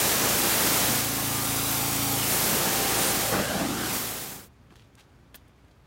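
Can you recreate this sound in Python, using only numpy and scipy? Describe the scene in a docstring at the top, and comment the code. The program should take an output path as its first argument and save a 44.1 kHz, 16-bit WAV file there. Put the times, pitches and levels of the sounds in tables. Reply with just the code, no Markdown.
"""A water jet hisses and drums on the plastic body panels of an off-road buggy while a petrol engine hums.
The jet of this pressure washer is shaped noise with short echoes and sliding resonances; the single-cylinder
engine and its pump are sums of sine waves at multiples of the firing rate. The wand swings away, the jet
stops and the unloaded engine runs on faintly, with clicks, bumps and scuffs of handling made from tiny
impacts and fading tones. Soft outdoor noise lies under everything."""
import sys
import numpy as np
from scipy import signal
from scipy.io import wavfile
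from scipy.ndimage import map_coordinates

SR = 44100
rng = np.random.default_rng(int(sys.argv[2]) if len(sys.argv) > 2 else 0)


def digitize_waveform(pressure):
    """Quantize a signal to 16-bit integers and store it at the path in sys.argv[1].

    Rows of a 2-D input are taken as channels; values are limited to [-1, 1].
    """
    field = np.atleast_2d(pressure).T
    bounded = np.clip(field, -1, 1)
    quanta = np.round(bounded * 32767).astype(np.int16)
    wavfile.write(sys.argv[1], SR, quanta)


N = 258426
TIME = np.arange(N) / SR
# the moment the jet has fully stopped
JET_OFF_S = 4.49
# the microphone is close to the panel, which screens the splashing and reflects the exhaust:
# start_s, end_s, fade_s
CLOSE_UP = (1, 2.3, 0.29)


def from_db(db):
    """Turn decibels into a gain."""
    return 10 ** (np.asarray(db) / 20)


def rms_one(x):
    """Scale a sound to an average (rms) strength of 1."""
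    return x / np.sqrt(np.mean(x ** 2) + 1e-20)


def in_time(rows):
    """Read each column of a table as a curve with a value at every sample."""
    seconds, *columns = np.transpose(rows)
    return [np.interp(TIME, seconds, column) for column in columns]


def during(span):
    """1 within a span, 0 outside, with straight fades centred on its ends."""
    start_s, end_s, fade_s = span
    return np.clip(np.minimum(TIME - start_s, end_s - TIME) / fade_s + .5, 0, 1)


def swell(centre_s, half_s):
    """A bell-shaped rise and fall of height 1."""
    return np.exp(-.5 * ((TIME - centre_s) / half_s) ** 2)


def decay(start_s, t60_s):
    """A sudden start at height 1 that drops 60 dB in every t60_s, down to 180 dB."""
    return (TIME >= start_s) * from_db(-60 * np.clip((TIME - start_s) / t60_s, 0, 3))


def butter(x, hz, kind, order=2):
    """Filter with a smooth Butterworth slope, using only past sound."""
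    safe_hz = np.clip(hz, 10, .47 * SR)
    return signal.sosfilt(signal.butter(order, safe_hz, kind, fs=SR, output="sos"), x)


def drift(rate_hz):
    """Slow random wandering of rms 1; a higher rate wanders faster."""
    # computed once every 40 samples, after letting the filter settle
    pole = np.exp(-80 * np.pi * rate_hz / SR)
    noise = rng.standard_normal(N // 40 + 2002)
    slow = signal.lfilter([1], [1, -2 * pole, pole * pole], noise)[2000:]
    return np.interp(np.arange(N) / 40, np.arange(len(slow)), rms_one(slow))


def banded_noise(spectrum, flutter_db):
    """Half-octave bands of noise whose levels flutter partly together; rms 1."""
    edges_hz = 20000 / 2 ** np.arange(9.5, -.1, -.5)
    hz, level_db = np.transpose(spectrum)
    together = drift(35)
    white = rng.standard_normal((2, N))
    out = 0
    for k, (low, high) in enumerate(zip(edges_hz, edges_hz[1:])):
        band_db = np.interp(np.log(low * high) / 2, np.log(hz), level_db)
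        wander_db = flutter_db * (together + drift(25)) / 2
        # neighbouring bands use different noise
        band = butter(white[k % 2], [low, high], "band")
        out = out + band * from_db(band_db + wander_db)
    return rms_one(out)


def resonate(x, modes):
    """Ring side-by-side resonances, each evened out and then set to its own level; rms 1."""
    out = np.zeros(N)
    for hz, width_hz, db in modes:
        r = np.exp(-np.pi * width_hz / SR)
        ringing = signal.lfilter([1, 0, -1], [1, -2 * r * np.cos(2 * np.pi * hz / SR), r * r], x)
        out += from_db(db) * rms_one(ringing)
    return rms_one(out)


def outdoor_background():
    """Soft outdoor noise, strongest in the bass."""
    # pitch_hz, relative level per hertz (dB)
    outdoor_spectrum = [(18, -38), (30, -6.5), (64, -0.5), (123, -3), (197, -8), (341, -12), (532, -15.5),
                        (656, -17), (1360, -19.5), (1820, -24), (1970, -23), (15500, -44.5)]
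    return from_db(-57.5) * banded_noise(outdoor_spectrum, flutter_db=1.5)


def tiny_impacts(per_s, spread_db):
    """Single-sample impacts of random size and sign at random moments; rms 1."""
    sizes = from_db(spread_db * np.minimum(rng.exponential(1, N), 4)) * rng.choice([-1, 1], N)
    return rms_one(sizes * (rng.random(N) < per_s / SR))


def grit(source, centre_hz, breadth):
    """Keep a broad band of the contacts around one pitch; rms 1."""
    band_hz = [centre_hz / (1 + breadth), centre_hz * (1 + breadth)]
    return rms_one(butter(source, band_hz, "band", order=1))


def handling():
    """Clicks ring the plastic with a crack and a burst, bumps thud, and scuffs stick and slip as they swell."""
    # clicks: start_s, level_db, centre_hz, t60_s, knock_db (relative to level_db)
    click_events = [(4.705, -60.5, 1100, 0.065, -1), (4.757, -52, 3600, 0.025, 1),
                    (4.762, -59, 6000, .03, -15), (4.766, -57.5, 3500, .025, -5),
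                    (4.796, -57, 2800, .016, 3), (4.802, -66, 3500, .03, -8), (4.822, -62, 3000, .035, -2),
                    (4.953, -53, 6800, 0.016, -20), (5.343, -52, 9000, .05, -4),
                    (5.345, -49, 3540, 0.055, 3.5), (5.349, -52, 13000, .045, -8),
                    (5.3547, -42, 13000, .03, -17), (5.3585, -47, 13000, .025, -17),
                    (5.48, -64, 9000, .04, -15), (5.711, -61.5, 4200, 0.05, -15)]
    # dull bumps of the housing: start_s, level_db, pitch_hz, t60_s
    thud_events = [(4.709, -45, 192, 0.065), (4.722, -46, 330, 0.054), (5.345, -52, 260, .04),
                   (5.356, -48, 125, .13)]
    # gritty scuffs: centre_s, level_db, centre_hz, half_s (half length)
    scuff_events = [(4.726, -58, 900, .012), (4.803, -64, 2980, 0.04), (4.988, -54.5, 1300, .009),
                    (5.006, -59, 2700, .011), (5.026, -69, 3500, 0.023), (5.372, -63, 3500, 0.02)]
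    # ringing of the handled plastic: pitch_hz, width_hz, relative level_db
    plastic_modes = [(1550, 400, 7), (2500, 300, 8), (3200, 260, 7), (3930, 250, 2), (6500, 500, -9),
                     (9900, 700, -7), (11700, 400, -11), (12800, 700, -9), (14800, 900, -1)]
    # ringing of its hollow body: pitch_hz, width_hz, relative level_db
    hollow_modes = [(220, 200, 0), (600, 300, -1), (1100, 220, -2), (1560, 200, 0)]
    crack_db, crack_t60_s = -1, 0.0044

    out = np.zeros(N)
    contacts = tiny_impacts(per_s=22000, spread_db=4.0)
    plastic = resonate(contacts, plastic_modes) + from_db(1) * contacts
    knock = resonate(contacts, hollow_modes)
    for start_s, db, hz, t60_s, knock_db in click_events:
        crack = from_db(crack_db) * decay(start_s, crack_t60_s)
        envelope = from_db(db) * (decay(start_s, t60_s) + crack)
        out += envelope * (grit(plastic, hz, breadth=0.26) + from_db(knock_db) * knock)
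    for start_s, db, hz, t60_s in thud_events:
        out += from_db(db) * decay(start_s, t60_s) * np.sin(2 * np.pi * hz * (TIME - start_s))
    slips = rms_one(from_db(2.2 * drift(150)))
    sand = slips * tiny_impacts(per_s=14000, spread_db=0.0)
    for centre_s, db, hz, half_s in scuff_events:
        out += from_db(db) * swell(centre_s, half_s) * grit(sand, hz, breadth=0.41)
    return out


def count_firings():
    """Count the engine's firings as they add up, at a slightly unsteady speed."""
    # engine speed: time_s, firings_per_s (before the small random drift)
    firing_rate = [(0, 27.8), (1.1, 27.88), (3.3, 27.9), (4.35, 27.8), (4.55, 29.7), (5.1, 30.2),
                   (5.86, 29.7)]
    speed, = in_time(firing_rate)
    return np.cumsum(speed * (1 + 0.001917 * drift(4.88))) / SR


def engine_tone(firings, multiples, waver_db):
    """Sine waves at multiples of the firing rate, each wavering in level; rms 1."""
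    total = np.zeros(N)
    for multiple, db in multiples:
        wave = np.sin(2 * np.pi * (round(multiple) * firings + rng.random()))
        total += from_db(db + waver_db * drift(3.8)) * wave
    return rms_one(total)


def engine(firings):
    """Crank note, exhaust hum and boom, pump whirr and whine; off load, a duller hum and a quieter pump remain."""
    # overall change of level as the microphone turns away and the load comes off: time_s, level_db
    engine_level = [(0, 0), (3.3, 0.5), (3.8, -1), (4.1, -6.5), (4.35, -12), (4.5, -16.5), (4.8, -19),
                    (5.3, -17.5), (5.86, -22)]
    # exhaust under load: multiple of the firing rate, relative level_db
    loaded_exhaust = [(3, -12), (4, -1), (5, -3), (6, -27), (7, -7.5), (8, -11), (9, -8.5), (12, -12.5)]
    # exhaust without load: multiple of the firing rate, relative level_db
    unloaded_exhaust = [(2, -1), (3, -9.5), (4, 0), (5, -12), (7, -22), (8, -12), (9, -9), (12, -13)]
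    # pump whirr: multiple of the firing rate, relative level_db
    pump_multiples = [(16, -5), (19, -6), (24, -3.5), (26, -2), (27, -0.5), (29, 2.5), (32, -0.5), (37, -7),
                      (39, -4), (43, -2.5), (45, -4.5), (49, -5.5)]
    # the hum is stronger close to the panel and lingers a little: start_s, end_s, fade_s
    hum_swell = (1, 2.46, 0.26)
    # the pump's whine stands out for a moment: start_s, end_s, fade_s
    whine_swell = (2.6, 3.3, 0.1)
    # the load comes off over this time, ending as the jet stops
    unload_s = 0.11

    level_db, = in_time(engine_level)
    loaded = np.clip((JET_OFF_S - TIME) / unload_s, 0, 1)
    close = during(CLOSE_UP)

    # without load the engine fires unevenly, which turns its hum into a rumble
    idling = engine_tone(firings + .035 * drift(9), unloaded_exhaust, waver_db=2.0)
    working = engine_tone(firings, loaded_exhaust, waver_db=1.5)
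    exhaust = loaded * working + (1 - loaded) * idling
    hum = from_db(-40.5 + 4 * during(hum_swell)) * exhaust
    # the tenth multiple booms, much more so close to the panel
    boom = from_db(-51 + 11.5 * close) * engine_tone(firings, [(10, 0)], waver_db=1.0)
    crank = from_db(-48.5) * engine_tone(firings, [(2, 0)], waver_db=1.0)

    # uneven strokes blur the high multiples
    uneven = firings + .0012 * drift(12)
    whirr_db = -41.5 + 1.5 * close - 16 * (1 - loaded)
    whirr = from_db(whirr_db) * engine_tone(uneven, pump_multiples, waver_db=4.0)
    whine_db = -49 + 9 * during(whine_swell)
    whine = from_db(whine_db) * engine_tone(uneven, [(28, 0)], waver_db=1.0)
    return from_db(level_db) * (hum + whirr + loaded * (crank + boom + whine))


def gliding_resonances():
    """Turbulence rings narrow resonances that come, slide and go as the geometry changes."""
    # gaps near the microphone, as it passes the panel and the wand swings by:
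    # start_s, end_s, start_hz, end_hz, width_hz, level_db
    gap_glides = [(0.0, 0.3, 5950, 5900, 300, -44), (1.14, 1.25, 12750, 12900, 300, -45),
                  (1.42, 1.748, 10270, 11300, 450, -43), (1.451, 1.716, 3700, 3950, 280, -46),
                  (1.69, 1.83, 12900, 12050, 400, -39), (1.757, 1.88, 8250, 7950, 300, -41.5),
                  (1.842, 2.12, 7900, 8080, 330, -46), (1.85, 2.12, 12950, 13200, 200, -48),
                  (1.88, 2.08, 5600, 5700, 200, -50), (2.046, 2.18, 12700, 12550, 300, -42),
                  (2.174, 2.269, 3050, 2870, 300, -38.5), (2.96, 3.125, 9400, 8930, 1800, -34),
                  (3.311, 3.651, 597, 672, 170, -36), (3.33, 3.418, 1300, 1547, 900, -35.5),
                  (3.42, 3.538, 1597, 1566, 190, -37.5), (3.425, 3.582, 2850, 3250, 200, -46),
                  (3.54, 3.63, 1720, 1880, 160, -48), (3.59, 3.761, 245, 259.8, 129, -31.5),
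                  (3.759, 3.98, 279, 275.3, 130, -38.5), (3.688, 3.882, 1300, 1496, 260, -42.5),
                  (3.839, 3.93, 1000, 894, 250, -44)]
    out = np.zeros(N)
    for start_s, end_s, start_hz, end_hz, width_hz, db in gap_glides:
        gain = during((start_s, end_s, .05))
        on = gain > 0
        pitch_hz = np.interp(TIME[on], [start_s, end_s], [start_hz, end_hz])
        phase = 2 * np.pi * np.cumsum(pitch_hz) / SR
        # two slow noises carried by a cosine and a sine make narrow noise around the sliding pitch
        slow_noise = butter(rng.standard_normal((2, SR)), width_hz / 2, "low")
        a, b = slow_noise[:, -len(phase):]
        out[on] += from_db(db) * gain[on] * rms_one(a * np.cos(phase) + b * np.sin(phase))
    return out


def reflected(x, path):
    """Return only a short echo whose delay and strength follow the movement."""
    path_ms, strength = in_time(path)
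    return strength * map_coordinates(x, [(TIME - path_ms / 1000) * SR], order=3)


def impact(jet_db):
    """Water on the panels: splatter and hollow drumming follow the jet, with surges on top."""
    # splashing water: pitch_hz, relative level per hertz (dB)
    splatter_spectrum = [(150, -18), (300, -2), (450, 0.5), (780, -3.5), (1050, -4), (1500, -4.5),
                         (2200, -14), (4000, -21.5), (9000, -43.5)]
    # hollow panels: pitch_hz, relative level per hertz (dB)
    drumming_spectrum = [(30, -46), (50, -12.5), (80, -14.5), (120, -6.5), (180, -1), (300, -3),
                         (420, -8.5), (650, -25), (2000, -58)]
    # the jet catches a hollow panel or mist gusts by: centre_s, half_s (half length), drumming_db, splatter_db
    surge_events = [(0.256, 0.027, -35, -32), (0.904, 0.013, -29.5, -46), (2.524, 0.05, -33, -50),
                    (2.664, 0.026, -37, -33.5), (3.344, 0.021, -28, -27.5), (3.397, 0.024, -29.5, -30.5),
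                    (3.545, 0.031, -32, -39), (3.62, 0.036, -35, -36)]
    close = during(CLOSE_UP)
    splatter = from_db(jet_db - 2 - 2 * close)
    # drumming follows only a share of the jet's swing about its full level of -28 dB
    drumming = from_db(-36.5 + 0.72 * (jet_db + 28) - 6.5 * close)
    for centre_s, half_s, drumming_db, splatter_db in surge_events:
        bump = swell(centre_s, half_s)
        # hypot adds the powers
        drumming = np.hypot(drumming, from_db(drumming_db) * bump)
        splatter = np.hypot(splatter, from_db(splatter_db) * bump)
    splashing = splatter * banded_noise(splatter_spectrum, flutter_db=0.4)
    return splashing + drumming * banded_noise(drumming_spectrum, flutter_db=-0.5)


def spray(firings):
    """Nozzle hiss, water on the panels, echoes and passing resonances, until the trigger is let go."""
    # the jet as the wand moves: time_s, level_db (shared base for its layers), top_db (treble against the rest)
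    jet_curve = [(0.0, -28, 1), (0.12, -28.5, -0.5), (0.76, -28.5, 1), (0.96, -29.5, 0.5), (1.11, -33.5, 1),
                 (1.42, -33, 2), (2.22, -32, 1.5), (2.28, -31.5, 2.5), (2.3, -30, 3), (2.84, -30, -1),
                 (3.06, -28.5, -2.5), (3.3, -32, 0), (3.38, -33.5, -5.5), (3.52, -34.5, -11),
                 (3.73, -36, -10.5), (3.95, -33.5, 1), (4.33, -45, 3), (4.44, -54.5, 1.5), (4.48, -66, 2)]
    # nozzle hiss: pitch_hz, relative level per hertz (dB)
    hiss_spectrum = [(400, -18.5), (1000, -13.5), (2000, 0.5), (3200, 0.5), (6000, 0.5), (9000, 1),
                     (12000, -.5), (16000, 0)]
    # echoes near the panel and during the swing comb the spray as their paths change:
    # time_s, extra_path_ms, strength (0 to 1)
    panel_echo = [(1.05, 1.15, 0), (1.25, 1.1, .14), (1.47, .845, .16), (1.58, .825, .26), (1.73, .797, .2),
                  (1.88, .882, .24), (2.04, .862, .24), (2.14, .885, .18), (2.3, 1.0, 0)]
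    swing_echo = [(3.2, 1.58, 0), (3.33, 1.55, .3), (3.45, 1.45, .3), (3.58, 1.22, .35), (3.68, .9, .25),
                  (3.8, .52, .35), (3.92, .8, .35), (4.05, 1.0, 0)]

    jet_db, top_db = in_time(jet_curve)
    noise = banded_noise(hiss_spectrum, flutter_db=0.77)
    # the top is beamed, so it fades when the nozzle points away
    body = butter(noise, 8000, "low", order=1)
    top = from_db(top_db) * (noise - body)
    hiss = from_db(jet_db + 4.5 - .5 * during(CLOSE_UP)) * (body + top)
    water = hiss + impact(jet_db)
    dull_water = butter(water, 5500, "low", order=1)
    echoes = reflected(water, panel_echo) + reflected(dull_water, swing_echo)
    # the pump's strokes ripple the pressure, twice per firing
    ripple = 1 + 0.021 * np.sin(2 * np.pi * 2 * firings)
    # the jet fades out over 14 ms
    valve = np.clip((JET_OFF_S - TIME) / 0.014, 0, 1)
    return valve * ripple * (water + echoes + gliding_resonances())


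def scene():
    """Add all sources; spray and engine share one firing rhythm, and both channels carry the same sound."""
    firings = count_firings()
    mix = outdoor_background() + handling() + engine(firings) + spray(firings)
    return np.stack([mix] * 2)


def record(dry):
    """The microphone drops the deep bass and the top is cut steeply."""
    thin = butter(dry, 42, "high", order=6)
    top_cut = signal.ellip(12, .1, 80, 15850, fs=SR, output="sos")
    return signal.sosfilt(top_cut, thin)


dry = scene()
out = record(dry)
digitize_waveform(out)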